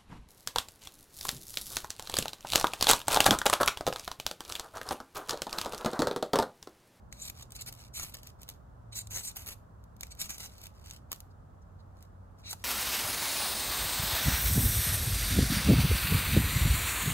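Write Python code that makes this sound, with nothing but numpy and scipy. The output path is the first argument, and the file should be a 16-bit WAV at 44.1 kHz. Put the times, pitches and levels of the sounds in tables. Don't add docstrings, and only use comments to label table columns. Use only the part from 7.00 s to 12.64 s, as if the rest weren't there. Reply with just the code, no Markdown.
import sys
import numpy as np
from scipy import signal
from scipy.fft import rfft, irfft
from scipy.io import wavfile

SR = 44100
rng = np.random.default_rng(int(sys.argv[2]) if len(sys.argv) > 2 else 0)


def bounce(signal):
    frames = np.transpose(np.atleast_2d(signal))
    limited = np.clip(frames, -1, 1)
    pcm = np.round(limited * 32767).astype(np.int16)
    wavfile.write(sys.argv[1], SR, pcm)


N = 248724
TIME = np.arange(N) / SR

# (frequency [Hz], width [Hz], level [dB])
STEEL_MODES = [(2310, 260, -15.5), (2664, 170, -15), (3360, 440, -12), (3980, 190, -4), (4310, 200, -4.5),
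               (4890, 440, -6), (5650, 240, -4), (6050, 280, -5.5), (6570, 530, 1.5), (7154, 100, 0),
               (8000, 170, 1), (8480, 180, 2), (8820, 270, 0), (9190, 220, -8), (11700, 500, -4.5),
               (13740, 260, -7.5)]


def from_db(db):
    return 10 ** (np.asarray(db) / 20)


def rms_one(x):
    return x / np.sqrt(np.mean(x ** 2) + 1e-20)


def at_hz(points):
    hz, value = np.transpose(points)
    line_hz = np.fft.rfftfreq(N, 1 / SR) + 1
    return np.interp(np.log(line_hz), np.log(hz), value)


def colour(x, spectrum):
    gain = rms_one(from_db(at_hz(spectrum)))
    return irfft(rfft(x) * gain, N)


def drift(rate):
    knots = np.cumsum(rng.uniform(1 / 2, 3 / 2, N // 20)) - 2
    return np.interp(TIME * rate, knots, rng.standard_normal(len(knots)))


def resonate(x, hz, width_hz):
    radius = np.exp(-np.pi * width_hz / SR)
    angle = 2 * np.pi * min(hz, SR / 2) / SR
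    ringing = signal.lfilter([1, 0, -1], [1, -2 * radius * np.cos(angle), radius ** 2], x + 1e-18)
    return np.sqrt((1 - radius ** 2) / 2) * ringing


def add(out, s, sound):
    at = round(s * SR)
    out[at:at + len(sound)] += sound[:N - at]


def scrapes():
    # (frequency [Hz], relative density [dB])
    chip_spectrum = [(1400, -30.5), (2300, -5.5), (3200, 2.5), (4200, 8.5), (5200, 8.5), (7000, 0.5),
                     (9500, -8), (11000, -3), (15000, -27.5)]
    # (frequency [Hz], relative density [dB])
    dust_spectrum = [(7000, -21.5), (10000, 8), (12200, 12), (13400, 7.5), (14400, 13), (15400, 1.5),
                     (16000, -26.5)]
    # (frequency [Hz], relative density [dB])
    rasp_spectrum = [(120, 10.5), (220, 0), (400, -3.5), (700, -2.5), (1350, -1), (1750, -3.5), (2300, 2.5),
                     (3100, 0.5), (4500, -24)]
    wander_db, wander_per_s = 3, 60

    def mode_grip():
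        return rng.choice([-1, 1], N) * rms_one(from_db(wander_db * drift(wander_per_s)))

    grip = np.array([mode_grip() for _ in STEEL_MODES])
    coarse, fine, dull, ringing = np.zeros((4, N))
    for span, force, ring_db, ring_hz, tilt_db, dust_db, rasp_db in contacts():
        ring = from_db(ring_db)
        share = 1 / np.sqrt(1 + ring ** 2)
        coarse[span] += share * force
        ringing[span] += share * ring * steel(force, grip[:, span], ring_hz, tilt_db)
        fine[span] += force * from_db(dust_db)
        dull[span] += force * from_db(rasp_db)
    bright = colour(coarse, chip_spectrum) + colour(fine, dust_spectrum) + ringing
    return from_db(-4.0) * bright + colour(dull, rasp_spectrum)


def contacts():
    # (start [s], end [s], level [dB], swell from start to end [dB],
    # bite [0-1], ring against hiss [dB], first favoured pitch [Hz], second favoured pitch [Hz])
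    stroke_table = [(0.118, 0.205, -56.5, 6, 0.42, 10, 2750, 4020),
                    (0.199, 0.231, -44, 15.5, 0.39, 10, 7190, 8050),
                    (0.246, 0.285, -42.5, 1, 0.76, 3, 7190, 6060),
                    (0.554, 0.561, -40.5, 3.5, 0.71, 2, 7190, 13600),
                    (0.591, 0.599, -45.5, -7, 0, 15, 4380, 2500),
                    (0.612, 0.617, -36.5, -4, 0.62, 6, 7190, 13600),
                    (0.668, 0.69, -41, -2, 0.85, 0, 8780, 11600),
                    (0.94, 0.969, -40, 4.5, 0.45, 12, 9450, 6060),
                    (0.977, 1.013, -38, -0.5, 0.86, 5, 8780, 6550),
                    (1.021, 1.032, -40.5, 11.5, 0.88, 11, 6550, 11600),
                    (1.047, 1.099, -50, -9.5, 1, -1, 8050, 11600),
                    (1.927, 1.932, -44, -3, 0.23, 26, 8400, 3950),
                    (1.955, 1.974, -32, 1.5, 0.64, 28, 6060, 9450),
                    (1.986, 2.008, -36.5, 4, 0.44, 12, 7190, 8780),
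                    (2.108, 2.162, -40.5, 6, 0.89, 12, 6550, 6550),
                    (2.173, 2.216, -38, -2, 0.88, 10, 8050, 6550),
                    (2.233, 2.254, -35.5, 7, 0.5, 14, 8780, 6060),
                    (2.275, 2.287, -34.5, -0.5, 0.44, 24, 8780, 7190),
                    (2.297, 2.322, -52, -8, 0.9, -10, 7190, 8780),
                    (2.361, 2.448, -49, -12.5, 0.98, 3, 11600, 6550),
                    (2.468, 2.529, -43.5, -2.5, 0.94, 5.5, 11600, 6550),
                    (3.109, 3.123, -47, 0, 0.34, 11, 4380, 2500),
                    (3.193, 3.22, -35.5, 13.5, 0.73, 5.5, 7190, 9450),
                    (3.243, 3.268, -43.5, -10.5, 0.9, 2, 6550, 2500),
                    (3.296, 3.365, -42.5, -13, 0.86, 10, 6550, 5560),
                    (3.394, 3.463, -43, -4.5, 0.87, 3, 6550, 5560),
                    (5.434, 5.487, -48.5, 20.5, 0, 11, 3870, 6080),
                    (5.493, 5.51, -40, 11, 0.51, 8, 7190, 4380),
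                    (5.512, 5.538, -47.5, -4, 1, 1, 4380, 6550)]
    # (start [s], end [s], level [dB])
    slide_table = [(0.35, 0.431, -53.5), (0.511, 0.61, -58.5), (0.727, 0.741, -51), (0.778, 0.864, -53.5),
                   (1.123, 1.196, -52.5), (1.238, 1.292, -54), (1.401, 1.446, -59.5), (1.48, 1.522, -55),
                   (3.002, 3.078, -58), (3.171, 3.215, -54.5), (3.448, 3.603, -58.5), (3.612, 3.671, -53.5),
                   (3.743, 3.847, -65), (3.847, 3.972, -54.5), (4.114, 4.144, -51.5), (4.963, 5.053, -68),
                   (5.386, 5.404, -62.5), (5.59, 5.64, -58)]
    # (bite [0-1], tilt of the ring [dB per octave], fine dust [dB], low rasp [dB])
    bite_table = [(0, -16.5, -30, -26), (.25, -10.5, -21, -20), (.5, -3, -8, -32), (.85, -4, -7, -11),
                  (1, 6.5, -1.5, -8)]
    slide_ring_db, slide_ring_hz, slide_tilt_db = -1.5, 6270, -3.5
    slide_dust_db, slide_rasp_db = -9, -9
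    slide_arch_db = 4

    tearing = chips(per_s=7500, size_db=1.5, chatter_hz=606.2, chatter_db=2.0, snag_db=2.0)
    crackle = chips(per_s=3500, size_db=3.5, chatter_hz=500, chatter_db=4.0, snag_db=-2.0)
    bites, *colours = np.transpose(bite_table)
    for start, end, level_db, swell_db, bite, ring_db, *ring_hz in stroke_table:
        span, along, edges_db = pressure(start, end)
        force = rms_one(tearing[span]) * from_db(level_db + swell_db * along + edges_db)
        tilt_db, dust_db, rasp_db = (np.interp(bite, bites, c) for c in colours)
        yield span, force, ring_db, ring_hz, tilt_db, dust_db, rasp_db
    for start, end, level_db in slide_table:
        span, along, edges_db = pressure(start, end)
        arch_db = -slide_arch_db * (2 * along) ** 2
        force = rms_one(crackle[span]) * from_db(level_db + arch_db + edges_db / 2)
        yield span, force, slide_ring_db, slide_ring_hz, slide_tilt_db, slide_dust_db, slide_rasp_db


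def chips(per_s, size_db, chatter_hz, chatter_db, snag_db):
    slips_per_s, slip_db, slip_jitter = 205, 8, .25
    sizes = from_db(size_db * np.minimum(rng.exponential(1, N), 4)) * rng.choice([-1, 1], N)
    born = rng.random(N) < per_s / SR
    slip_rate = slips_per_s * np.exp(slip_jitter * drift(60))
    since_slip = np.cumsum(slip_rate / SR) % 1
    chatter = chatter_db * drift(chatter_hz)
    snagging = snag_db * drift(chatter_hz / 8)
    return rms_one(sizes * born * from_db(chatter + snagging - slip_db * since_slip))


def pressure(start, end):
    attack_db_per_s, release_db_per_s = 2501, 1090.5
    span = (TIME > start - .04) & (TIME < end + .06)
    t = TIME[span]
    along = np.clip((t - start) / max(end - start, 1e-3), 0, 1) - 1 / 2
    landing_db = -attack_db_per_s * np.maximum(start - t, 0)
    lifting_db = -release_db_per_s * np.maximum(t - end, 0)
    return span, along, landing_db + lifting_db


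def steel(x, grip, favoured_hz, tilt_db):
    favour_db, favour_octaves = 7.5, .035
    hz, width, db = np.transpose(STEEL_MODES)
    octaves_off = np.log2(hz[:, None] / favoured_hz)
    favour = np.exp(-(octaves_off / favour_octaves) ** 2 / 2).max(axis=1)
    gains = from_db(db + favour_db * favour + tilt_db * np.log2(hz / hz[0]))
    total = sum(gains[k] * resonate(x * grip[k], hz[k], width[k]) for k in range(len(hz)))
    return total / np.linalg.norm(gains)


def ticks(tip_width_hz, crack_db, tip_db, handle_hz, handle_width_hz, handle_db):
    # (time [s], level [dB], swell of the crunch [s],
    # pitch of the tip [Hz], pitch of the knock [Hz], level of the knock [dB])
    tick_table = [(0.1263, -49, 0.00046, 6330, 2100, 2), (0.2978, -43, 0.0016, 12000, 2430, -3),
                  (0.4238, -49.5, 0.002, 6700, 3520, -3), (0.506, -59.5, 0.00063, 8150, 3500, -9),
                  (0.5207, -50, 0.0006, 8600, 4140, -19), (0.6206, -46.5, 0.0013, 7200, 4400, -12),
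                  (0.6617, -51, .001, 12500, 4100, -10), (0.7255, -49, 0.00095, 12000, 4400, -17),
                  (0.738, -60, 0.00067, 8000, 3500, -6), (0.751, -61, .0004, 11500, 3500, -12),
                  (0.997, -55, .0006, 6470, 1310, 8), (1.14, -52, 0.00094, 11600, 3500, -2),
                  (1.143, -47.5, 0.00073, 11600, 3700, -2), (1.1693, -55.5, 0.00036, 7700, 1910, -7),
                  (1.232, -55, 0.00071, 11920, 3760, -7), (1.271, -51.5, 0.00094, 12000, 2790, -21),
                  (1.417, -56, 0.00092, 12100, 3400, -17), (1.4325, -52.5, 0.00024, 11660, 3010, -8),
                  (1.4892, -44.5, 0.00065, 12300, 3500, -4), (1.4993, -51, 0.00059, 11850, 3300, -17),
                  (2.0715, -52, 0.00038, 7160, 3850, -13), (2.15, -50, 0.00088, 6500, 2280, -22),
                  (2.3603, -52.5, .0011, 10400, 3300, -9), (2.4613, -50.5, 0.00086, 10000, 3900, -9),
                  (2.487, -45, 0.0015, 11500, 2400, -6), (2.84, -67.5, 0.00027, 12000, 3980, -11),
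                  (2.966, -67, .0003, 12000, 4400, -17), (3.009, -44, 0.00027, 12040, 3420, -19),
                  (3.0323, -43, .0006, 6100, 2230, 2), (3.069, -59.5, 0.0003, 11940, 3800, -12),
                  (3.1506, -62.5, .0004, 12090, 3500, -4), (3.3048, -41.5, .0004, 7600, 2350, -12),
                  (3.3808, -47, 0.0014, 10120, 3800, -15), (3.5814, -58.5, 0.00022, 13000, 4400, -17),
                  (3.6153, -54.5, 0.00092, 12350, 3500, -14), (3.6358, -51.5, 0.0018, 12400, 3500, -7),
                  (3.6563, -55.5, .001, 12200, 3450, 7.5), (3.6684, -52, 0.00057, 11160, 2610, -1),
                  (3.8598, -58, 0.00036, 8000, 1910, -15), (3.901, -55.5, .0003, 6070, 3270, -1.5),
                  (3.91, -48, 0.00046, 6310, 2800, -1.5), (3.9355, -57, 0.00032, 8990, 1530, -8),
                  (4.1175, -38, 0.00031, 12000, 1030, -8), (4.1228, -52, 0.00072, 12800, 2220, 4),
                  (4.129, -40, 0.00018, 12800, 1200, -6), (4.1604, -59, .0005, 10070, 3500, -15),
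                  (4.2043, -51.5, 0.00022, 11360, 4000, -13), (5.0258, -59.5, 0.00033, 12180, 3600, -28),
                  (5.5296, -41, .0007, 10350, 1290, -3.5), (5.534, -52, 0.00094, 9000, 840, 8)]
    # (frequency [Hz], relative density [dB])
    crack_spectrum = [(300, 0.5), (700, -1), (1500, -8), (3000, 5), (7000, 7), (10000, 0.5), (12200, 2.5),
                      (14500, 5.5), (16000, -11.5)]
    knock_q = 6.6
    crack_reach = 1.9

    crack, rings = np.zeros((2, N))
    t = np.arange(-SR // 200, SR // 30) / SR
    same_energy = np.sqrt(.002 * SR / len(t))
    for s, level_db, swell_s, tip_hz, knock_hz, knock_db in tick_table:
        force = crunch(swell_s, np.maximum(t, 0)) * from_db(level_db) * same_energy
        rod = resonate(force, knock_hz, knock_hz / knock_q)
        handle = from_db(handle_db) * resonate(force, handle_hz, handle_width_hz)
        knock = from_db(knock_db) * (rod + handle)
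        tip = from_db(tip_db) * resonate(force, tip_hz, tip_width_hz)
        blunt = signal.butter(2, min(crack_reach * tip_hz, SR / 2 - 1), fs=SR, output="sos")
        add(crack, s + t[0], from_db(crack_db) * signal.sosfilt(blunt, force))
        add(rings, s + t[0], tip + knock)
    return colour(crack, crack_spectrum) + rings


def crunch(swell_s, age):
    burst = rng.standard_normal(len(age)) * age * np.exp(-age / max(swell_s, 1e-4))
    flat = irfft(np.exp(1j * np.angle(rfft(burst))), len(age))
    return rms_one(flat * np.exp(-age * 60))


def rustles(width_hz):
    # (time [s], length [s], pitch [Hz], level [dB])
    rustle_table = [(4.297, 0.033, 4660, -72), (4.612, 0.025, 5930, -72.5), (4.781, 0.044, 4200, -70.5)]
    out = np.zeros(N)
    for s, length_s, hz, level_db in rustle_table:
        swell = np.hanning(round(length_s * SR))
        hiss = resonate(rng.standard_normal(SR), hz, width_hz)[:len(swell)]
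        add(out, s, from_db(level_db) * swell * hiss)
    return out


def widen(x):
    # (frequency [Hz], phase [radians])
    phase_table = [(300, 0), (1200, .3), (2000, 1.2), (2700, 2.9), (4200, 3.3), (6050, 3.5), (6550, 6.3),
                   (8000, 6.3), (9500, 3.1), (10100, 2.8), (11000, .1), (11700, -.2), (12900, -3),
                   (13600, -3.5), (14400, -5.6), (15700, -6.9)]
    turn = np.exp(1j * at_hz(phase_table) / 2)
    return irfft(rfft(x) * np.array([turn, turn.conj()]), N)


def near_echoes(x):
    place = 2 * drift(20)
    one, other = (echoes(x, first_s=0.00054, t60=0.025) for _ in range(2))
    return np.cos(place) * one + np.sin(place) * other


def echoes(x, first_s, t60):
    age = np.arange(SR // 2) / SR
    response = rng.standard_normal((2, len(age))) * from_db(-60 * age / t60) * (age > first_s)
    response = response / np.linalg.norm(response, axis=1, keepdims=True)
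    return signal.fftconvolve(x[None], response, axes=1)[:, :N]


def engine(octave_db, flutter_db):
    # (time [s], firing rate [Hz])
    speed_table = [(0, 120), (1.2, 124), (1.7, 120), (2.15, 102), (2.6, 104), (3.25, 105), (3.9, 90),
                   (4.35, 94), (5.64, 94)]
    # (time [s], level [dB])
    level_table = [(0, -65.5), (.6, -56), (1.4, -66.5), (1.9, -55.5), (2.6, -58.5), (3.3, -65),
                   (3.8, -68.5), (4.3, -57.5), (5.1, -54.5), (5.64, -54.5)]
    firing_hz = np.interp(TIME, *np.transpose(speed_table)) + drift(11)
    phase = 2 * np.pi * np.cumsum(firing_hz) / SR
    tone = np.sqrt(2) * (np.sin(phase) + from_db(octave_db) * np.sin(2 * phase))
    level_db = np.interp(TIME, *np.transpose(level_table))
    return tone * from_db(level_db + flutter_db * drift(8.1))


def air():
    # (frequency [Hz], relative density [dB])
    air_spectrum = [(22, -33), (35, -5), (55, 2), (80, 0.5), (120, -5.5), (190, -9.5), (330, -21),
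                    (600, -17), (1300, -21.5), (1700, -31.5), (2300, -44.5), (5000, -48), (7500, -47.5),
                    (10000, -50.5), (15500, -52.5)]
    # (frequency [Hz], likeness [-1 to 1])
    likeness_table = [(50, 0.97), (130, 0.64), (260, 0.83), (500, -0.12), (800, -0.16), (1200, -0.16),
                      (2200, 0.24), (12000, -0.18)]
    mid, side = rfft(rng.standard_normal((2, N)))
    alike = np.clip(at_hz(likeness_table), -1, 1)
    noise = irfft(np.sqrt(1 + alike) * mid + np.sqrt(1 - alike) * side * [[1], [-1]], N)
    return from_db(-56) * colour(noise, air_spectrum)


def scene():
    snags = ticks(tip_width_hz=1100, crack_db=6.5, tip_db=1.0,
                  handle_hz=1064, handle_width_hz=1930, handle_db=-14.5)
    hands = scrapes() + rustles(width_hz=650) + snags
    ground = from_db(-7) * near_echoes(hands)
    trees = from_db(-18.5) * echoes(hands, first_s=0.013, t60=0.28)
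    woods = air() + engine(octave_db=-20.5, flutter_db=3.5)
    far = woods * from_db([[-.6], [.6]])
    return widen(hands) + ground + trees + far


def record(dry):
    low_pass = signal.ellip(10, .1, 80, 16000, fs=SR, output="sos")
    return signal.sosfilt(low_pass, dry)


dry = scene()
out = record(dry)
bounce(out)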